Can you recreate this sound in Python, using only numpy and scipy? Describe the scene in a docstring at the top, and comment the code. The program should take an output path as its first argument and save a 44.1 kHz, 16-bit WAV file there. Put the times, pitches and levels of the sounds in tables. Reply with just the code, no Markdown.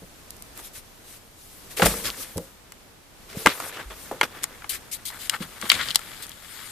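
"""Rustling brushes, sharp snaps, taps, a juddering creak and hollow thumps inside a cardboard box.
A kitten pounces on a feather toy: fur, feathers and paws rub the walls (grainy noise), its claws snap
and tap the board (short bursts and pushes through resonances), its body thumps it (damped swings).
The sounds lean left, most of all near the end, after the cat rolls onto its side.
A bass-heavy hiss, coloured noise whose level drifts slowly, lies under it all."""
import sys
import numpy as np
from scipy import signal
from scipy.fft import rfft, irfft, next_fast_len
from scipy.io import wavfile
from scipy.ndimage import uniform_filter1d, map_coordinates

SR = 44100
rng = np.random.default_rng(int(sys.argv[2]) if len(sys.argv) > 2 else 0)


def int16_out(signal):
    """Quantize to a 16-bit WAV file."""
    q = np.round(np.clip(np.atleast_2d(signal).T, -1, 1) * 32767)
    wavfile.write(sys.argv[1], SR, q.astype(np.int16))


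N = 295911

# where the cat is, as the left-right difference that the treble approaches: t/s, left minus right/dB
PLACE = [(0, 3.5), (4.2, 1.5), (4.45, 6), (6.71, 11)]
# how alike left and right are in rubbing and in the box's answer: f/Hz, likeness (1 = the same)
RUB_ALIKE = [(200, 0.91), (1000, 0.93), (3000, 0.52), (10000, 0.062)]


def amp(db):
    """Gain of a level in dB."""
    return 10 ** (np.asarray(db) / 20)


def unit(x):
    """x at rms 1."""
    return x / np.sqrt(np.mean(x ** 2) + 1e-20)


def along(points, hz):
    """Values between (Hz, value) points, on a logarithmic frequency axis."""
    f, v = np.transpose(points)
    return np.interp(np.log(hz + 1), np.log(f + 1), v)


def curves(rows):
    """One value per sample for each column after the time."""
    s, *cols = np.transpose(rows)
    return [np.interp(np.arange(N) / SR, s, c) for c in cols]


def wobble(rate):
    """A smooth random curve through `rate` random points a second."""
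    points = rng.standard_normal(int(N * rate / SR) + 4)
    return map_coordinates(points, [np.arange(N) * rate / SR])


def filtered(x, response):
    """x times a complex response of frequency."""
    m = next_fast_len(x.shape[-1] + 8192)
    spectrum = rfft(x, m) * response(np.fft.rfftfreq(m, 1 / SR))
    return irfft(spectrum, m)[..., :x.shape[-1]]


def peak(f, hz, width):
    """One resonance of gain 1 at its centre, which rings only after it is driven."""
    return 1j * f * width / (hz * hz - f * f + 1j * f * width)


def sides(db):
    """Left and right gains for a level difference."""
    return amp(np.array([db / 2, -db / 2]))


def pair(source, spectrum, alike):
    """Two unrelated signals coloured and mixed to a stereo pair whose mid has rms 1."""
    def mid_and_side(hz):
        turn = np.arccos(np.clip(along(alike, hz), -1, 1)) / 2
        return amp(along(spectrum, hz)) * [np.cos(turn), np.sin(turn)]

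    mid, side = filtered(source, mid_and_side)
    return np.array([mid + side, mid - side]) / np.std(mid)


def place_at(s):
    """The cat's place, as a left-right difference in dB, at time s."""
    return np.interp(s, *np.transpose(PLACE))


def placed(x, place_db):
    """Sound from the side is louder on the left; the near wall's echo thins four bands of it."""
    aside = np.clip(place_db / 4 - 1, 0, 1)

    def response(f):
        wall = (1 - 0.68 * aside * peak(f, 5890, 1400)) * (1 - 1.22 * aside * peak(f, 437, 800))
        wall = wall * (1 - 0.53 * aside * peak(f, 2570, 620)) * (1 - 0.5 * aside * peak(f, 11800, 13400))
        return sides(place_db * f / (f + 1500)) * wall  # bass stays nearly central

    return filtered(x, response)


def walls(f):
    """The cardboard walls resonate at a few pitches, with alternating sign."""
    # the walls' resonances: f/Hz, width/Hz, level/dB
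    modes = [(94, 32, 2.5), (182, 99, 0.5), (520, 234, 2), (1070, 41, 3.5), (3330, 200, 0.5)]
    return sum((-1) ** k * amp(db) * peak(f, hz, width) for k, (hz, width, db) in enumerate(modes))


def hissing():
    """Steady noise, strongest in the bass, whose level drifts slowly."""
    # colour of the noise: f/Hz, relative level/dB
    colour = [(12, -51), (20, -3.5), (96, -10), (517, -15.5), (719, -17), (1790, -21), (14500, -29)]
    # how alike left and right are: f/Hz, likeness (1 = the same)
    likeness = [(40, 0.7), (300, 0.42), (3000, 0.038)]
    # a level in dB around which the hiss drifts
    middle_db = -51
    level = amp(middle_db + 1.84 * wobble(3.57))
    return level * pair(rng.standard_normal((2, N)), colour, likeness)


def grainy(spread_db, rate, patchy_db):
    """Friction: noise in patches of time and pitch, roughened as fibres catch and let go."""
    z = signal.stft(rng.standard_normal((2, N)), nperseg=256)[2]
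    field = rng.standard_normal(z.shape[1:])
    field = uniform_filter1d(field, size=5, axis=0)  # smooth over pitch
    field = uniform_filter1d(field, size=10, axis=1)  # smooth over time
    noise = signal.istft(z * amp(patchy_db * unit(field)), nperseg=256)[1][:, :N]
    return noise * amp(spread_db * wobble(rate) + 0.46 * spread_db * wobble(40))


def rub(source, hz, s):
    """Drag that shakes the walls and brush of fur, evened in level, then heard from the cat's place."""
    # colour of paws dragging: f/Hz, relative level/dB
    drag_colour = [(60, 0.5), (250, 10), (800, 3.5), (4500, -3.5), (9000, 0.5)]
    # colour of fur and feathers brushing: f/Hz, relative level/dB
    fur_colour = [(1180, -95), (2000, -9.5), (3570, -2.5), (6440, -2), (8970, 1.5), (12200, 1), (14500, 1)]
    board = filtered(source[0], lambda f: peak(f, hz, 2.08 * hz) ** 2 + 0.18 + 0.39 * walls(f))
    drag = pair(board, drag_colour, RUB_ALIKE)
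    brush = pair(source[1], fur_colour, RUB_ALIKE)
    return placed(drag, place_at(s)), placed(brush, place_at(s))


def shuffling(source):
    """Slow rubbing on the walls; its colour and place glide as the cat rolls onto its side."""
    # slow shuffling: t/s, drag level/dB, brush level/dB
    shuffle_rows = [(0, -71, -57.5), (1.35, -73, -59), (1.42, -86, -49.5), (1.74, -54.5, -51),
                    (1.9, -34, -28), (1.96, -43, -33), (2.12, -43.5, -41), (2.45, -59, -50),
                    (2.9, -74, -92), (3.27, -64.5, -58), (3.5, -42, -40.5), (3.69, -40.5, -37.5),
                    (3.72, -41, -52), (3.83, -47, -54), (3.87, -55, -57), (4.03, -52.5, -43),
                    (4.2, -47.5, -55.5), (4.9, -55, -55.5), (5.595, -46.5, -47), (5.62, -37, -39),
                    (5.75, -33, -36.5), (5.95, -44, -43.5), (6.15, -42, -43), (6.35, -48.5, -48.5),
                    (6.55, -43.5, -40)]
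    roll_s, roll_length_s = 4.63, 1.9
    drag_db, fur_db = curves(shuffle_rows)
    # the source runs backwards here so that it differs from the strokes; drag centres in Hz
    near = rub(source[..., ::-1], 1540, 0)
    aside = rub(source[..., ::-1], 1950, N / SR)
    turn = np.clip((np.arange(N) / SR - roll_s) / roll_length_s, 0, 1)
    drag, fur = (1 - turn) * np.array(near) + turn * np.array(aside)
    return amp(drag_db) * drag + amp(fur_db) * fur


def strokes(source):
    """Single rubs that swell to a peak, sag and stop short when the paw lifts."""
    # strokes: t/s, rise/s, length/s, drag level/dB, brush level/dB, drag centre f/Hz
    stroke_rows = [(0.553, 0.038, 0.053, -45.5, -41.5, 1370), (0.624, 0.024, 0.052, -54, -40.5, 2500),
                   (0.733, 0.028, 0.053, -50, -39.5, 2360), (1.041, 0.053, 0.13, -53.5, -46.5, 2650),
                   (1.699, 0.013, 0.031, -49, -41.5, 2300), (1.766, 0.0057, 0.052, -32.5, -30, 2280),
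                   (1.822, 0.008, 0.024, -23, -25.5, 2380), (1.852, 0.011, 0.018, -28, -17, 2400),
                   (2.038, 0.018, 0.046, -29.5, -30, 2950), (2.172, 0.09, 0.063, -46.5, -32, 2780),
                   (3.289, 0.0088, 0.059, -45, -52, 2530), (3.355, 0.021, 0.1, -44.5, -38, 2580),
                   (3.47, 0.0068, 0.048, -26.5, -45, 1980), (3.725, 0.012, 0.042, -36, -51, 1880),
                   (3.785, 0.012, 0.045, -38, -52, 1630), (3.901, .025, 0.021, -35, -68, 1510),
                   (4.112, 0.0023, 0.019, -34.5, -69, 780), (4.228, 0.0042, 0.013, -24, -33.5, 1530),
                   (4.343, 0.019, 0.039, -40, -51, 1500), (4.424, 0.0092, 0.0098, -34.5, -36, 1900),
                   (4.693, 0.00077, 0.007, -41, -20.5, 3460), (4.7, 0.053, 0.058, -35, -29.5, 2750),
                   (4.914, 0.018, 0.032, -43, -25, 3800), (5.053, 0.0011, 0.037, -59, -26.5, 3900),
                   (5.11, 0.035, 0.069, -39.5, -41.5, 1380), (5.19, 0.027, 0.08, -41, -33.5, 2760),
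                   (5.304, 0.04, 0.05, -30, -35.5, 1530), (5.403, 0.023, 0.032, -34, -34.5, 1840),
                   (5.711, 0.0017, 0.042, -24, -50, 2940), (5.773, 0.035, 0.054, -27, -46, 2180),
                   (5.827, 0.053, 0.083, -31.5, -37, 2700), (6.221, 0.0046, 0.018, -38.5, -32, 2610)]
    start_db, sag_db, lift_db = -9.5, -2.5, -18  # relative to the peak
    lift_s = 0.026
    out = np.zeros((2, N))
    for s, rise, length, drag_db, fur_db, hz in stroke_rows:
        i = round(s * SR)
        piece = source[..., i:i + round((length + lift_s) * SR)]
        t = np.arange(piece.shape[-1]) / SR
        times = [0, np.clip(rise, 0, length), length, length + lift_s]
        shape = amp(np.interp(t, times, [start_db, 0, sag_db, lift_db]))
        drag, fur = rub(piece, hz, s)
        out[:, i:i + len(t)] += shape * (amp(drag_db) * drag + amp(fur_db) * fur)
    return out


def rubbing():
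    """Paws drag with sudden catches of fibre while fur brushes; both feed the shuffle and strokes."""
    catches_per_s, catch_db = 170, 17.5
    drag = grainy(2.65, 300, patchy_db=2.0)
    brush = grainy(0.24, 570, patchy_db=2)
    catches = (rng.random(N) < catches_per_s / SR) * rng.standard_normal((2, N))
    source = np.array([drag + amp(catch_db) * catches, brush])
    return shuffling(source) + strokes(source)


def swell_and_fade(t, rise, t60):
    """A fast rise, then a fade by 60 dB in t60 seconds."""
    return (1 - np.exp(-t / rise)) * amp(-60 * t / t60)


def thumps():
    """A soft blow bends a wall: a damped swing with a dull rattle in the walls' low modes."""
    # body and paw thumps and hollow pops of the board: t/s, peak level/dB, f/Hz, t60/s
    thump_rows = [(0.02, -35.5, 173, 0.15), (1.794, -18, 490, 0.27), (1.822, -12, 174, 0.3),
                  (1.868, -17, 456, 0.054), (1.875, -30, 203, 0.59), (1.935, -30, 469, 0.37),
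                  (1.939, -26.5, 1250, 0.028), (2.083, -29, 1280, 0.053), (2.359, -22, 96, 0.13),
                  (2.372, -23, 174, 0.17), (2.37, -29, 535, 0.17), (3.348, -34.5, 443, 0.48),
                  (3.458, -13.5, 486, 0.055), (3.471, -9.5, 288, 0.044), (4.117, -27, 400, 0.17),
                  (4.211, -23, 400, 0.047), (5.408, -28.5, 156, 0.21), (5.632, -29, 223, 0.098),
                  (5.759, -33, 117, 0.11)]
    rise_s, rattle_gain = 0.00027, 0.78
    drift = 0.35  # the swing loses its phase: radians per root of a cycle
    out, t = np.zeros(N + SR), np.arange(SR // 4) / SR
    for s, db, hz, t60 in thump_rows:
        noise = rng.standard_normal(len(t))
        rattle = unit(filtered(noise, lambda f: (walls(f) + 0.18) * peak(f, hz, min(2 * hz, 380)) ** 2))
        wander = drift * np.cumsum(rng.standard_normal(len(t))) * np.sqrt(hz / SR)
        swing = np.sin(2 * np.pi * hz * t + wander)
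        blow = swell_and_fade(t, rise_s, max(t60, 0.02)) * (swing + rattle_gain * rattle)
        out[round(s * SR):][:len(t)] += amp(db) * blow / np.abs(blow).max()
    return out[:N]


def ticks():
    """Feather barbs and whiskers tick: bright, fast-fading noise, different on each side."""
    # dry ticks: t/s, peak level/dB
    tick_rows = [(0.306, -22), (0.3668, -33), (0.423, -26.5), (0.5756, -24), (2.3718, -21), (5.6953, -8.5),
                 (6.267, -28), (6.2943, -24)]
    t60 = 0.01  # seconds
    out, t = np.zeros((2, N + SR)), np.arange(1024) / SR
    for s, db in tick_rows:
        noise = amp(-60 * t / t60) * rng.standard_normal((2, len(t)))
        tick = filtered(noise, lambda f: peak(f, 11100, 22000) ** 2)
        out[:, round(s * SR):][:, :len(t)] += amp(db) * tick / np.abs(tick.mean(0)).max()
    return out[:, :N]


def snaps():
    """The board bends, then lets go: a knock and a sharper click, then the walls answer."""
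    # claw and quill snaps: t/s, level/dB, knock centre f/Hz, click level over the knock/dB
    snap_rows = [ (1.797, -16.5, 810, -21), (1.82, -6.5, 1240, -9.5), (1.833, -15, 1010, -19),
                 (1.858, -12.5, 800, 4), (2.379, -27.5, 690, 10), (2.721, -35.5, 1630, 7.5),
                 (3.461, -2, 970, -4), (3.47, -3, 1290, -7.5), (3.601, -20.5, 970, -4),
                 (4.212, -3.5, 1270, -12), (4.434, -35, 2030, 19.5), (4.44, -20.5, 1430, 14),
                 (4.621, -29, 1630, -30), (4.643, -24.5, 1150, -32), (5.102, -28, 1320, -10),
                 (5.296, -12.5, 2840, 8.5), (5.363, -33, 1500, -25), (5.614, -29.5, 1420, 10),
                 (5.624, -19, 1260, -32), (5.7, 5, 3060, -33), (5.717, -1, 2060, -4.5),
                 (5.886, -15, 3900, -30), (5.906, -12, 3740, -35), (5.911, -13.5, 3860, -26),
                 (5.947, -14.5, 3570, 0), (5.957, -5.5, 3400, 8), (5.992, -29.5, 1280, 7.5),
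                 (6.317, -27.5, 2930, -7)]
    lead_s = 0.0004  # each burst starts this long before its listed time
    knock_t60_s, knock_cycles, click_t60_s = 0.0038, 9.5, 0.0072  # a knock rings on for some cycles
    out, t = np.zeros((2, N + SR)), np.arange(2048) / SR

    def burst_noise(t60, width):
        middle, side = rng.standard_normal((2, len(t)))
        return t * amp(-60 * t / t60) * (middle + width * side * [[1], [-1]])

    for s, db, hz, click_db in snap_rows:
        knock = burst_noise(knock_t60_s + knock_cycles / hz, 0.4)
        knock = filtered(knock, lambda f: peak(f, hz, 600 + 0.69 * hz) ** 2)
        click = burst_noise(click_t60_s, 0.68)
        click = filtered(click, lambda f: peak(f, 2900, 19000) * peak(f, 7400, 6900))
        burst = knock / np.abs(knock.mean(0)).max()
        burst = burst + amp(click_db) * click / np.abs(click.mean(0)).max()
        out[:, round((s - lead_s) * SR):][:, :len(t)] += amp(db) * placed(burst, place_at(s))
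    return filtered(out[:, :N], lambda f: 1 + 0.24 * walls(f))


def pushes(rows):
    """Each push is a single pulse through a broad resonance, which gives the recoil."""
    relative_width = 0.86  # width of the resonance over its centre
    out, push = np.zeros((2, N + SR)), np.eye(1, 2048).repeat(2, axis=0)
    for s, db, hz in rows:
        tap = filtered(push, lambda f: peak(f, hz, relative_width * hz) ** 2)
        tap = placed(tap / np.abs(tap).max(), place_at(s))
        out[:, round(s * SR):][:, :tap.shape[1]] += amp(db) * tap
    return out[:, :N]


def taps():
    """A claw tip or knuckle hits hard once: one push and its recoil."""
    # hard taps: t/s, level/dB, centre f/Hz
    tap_rows = [(1.8262, -6, 866), (1.8452, -13, 1280), (1.8661, -7, 1620), (2.1026, -13, 3600),
                (3.371, -23.5, 140.3), (3.461, 3, 1740), (3.47, 0.5, 1180), (3.665, -28.5, 690),
                (4.1137, -20.5, 750), (4.2326, -10, 2170), (5.405, -21.5, 186), (5.957, -14.5, 940)]
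    return pushes(tap_rows)


def rocks():
    """The whole box rocks: a slow-starting, fading low tone."""
    # rocking: t/s, level/dB
    rock_rows = [(1.852, -21), (2.056, -36), (3.857, -31.5)]
    rock_hz, rise_s, t60_s = 50, 0.0048, 0.28
    out, t = np.zeros(N + SR), np.arange(SR // 4) / SR
    swing = swell_and_fade(t, rise_s, t60_s) * np.sin(2 * np.pi * rock_hz * t)
    for s, db in rock_rows:
        out[round(s * SR):][:len(t)] += amp(db) * swing
    return out[:N]


def creaks():
    """A claw judders along the ribs of the board: a quick run of uneven slips, each one a push."""
    # creaks: t/s, length/s, middle level of the slips/dB, middle centre of the slips f/Hz
    creak_rows = [(5.335, 0.015, -17, 1540), (5.795, 0.019, -15.5, 1860)]
    slip_s = 0.0024  # mean time between slips
    slips = []
    for s, length, db, hz in creak_rows:
        for t in np.arange(0, length, slip_s):
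            slip_time = s + t + rng.normal(0, slip_s / 5)
            slips.append((slip_time, db + rng.normal(0, 3.3), hz * amp(rng.normal())))
    return pushes(slips)


def hollow(x, t60):
    """Box and room answer with a short fading blur, its own on each side in the treble."""
    t = np.arange(SR // 4) / SR
    noise = rng.standard_normal((2, len(t))) * amp(-60 * t / t60)
    tail = filtered(noise, lambda f: peak(f, 680, 8400) ** 2)
    tail = pair(tail, [(1000, 0)], RUB_ALIKE)  # no further colour
    return signal.fftconvolve(x, tail / np.linalg.norm(tail[0]), axes=1)[:, :N]


def scene():
    """All sources over the hiss; only the hits get the hollow answer."""
    hits = thumps() + snaps() + taps() + rocks() + creaks()
    answer = amp(-15.0) * hollow(hits, t60=0.054)
    return hissing() + rubbing() + ticks() + hits + answer


def record(dry):
    """The loudest peaks flatten smoothly; a steep filter removes the highest treble."""
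    # upper band limit: f/Hz
    top_hz = 14300
    clipped = dry / (1 + np.abs(dry) ** 8) ** (1 / 8)
    return filtered(clipped, lambda hz: 1 / (1 + (hz / top_hz) ** 300))


dry = scene()
out = record(dry)
int16_out(out)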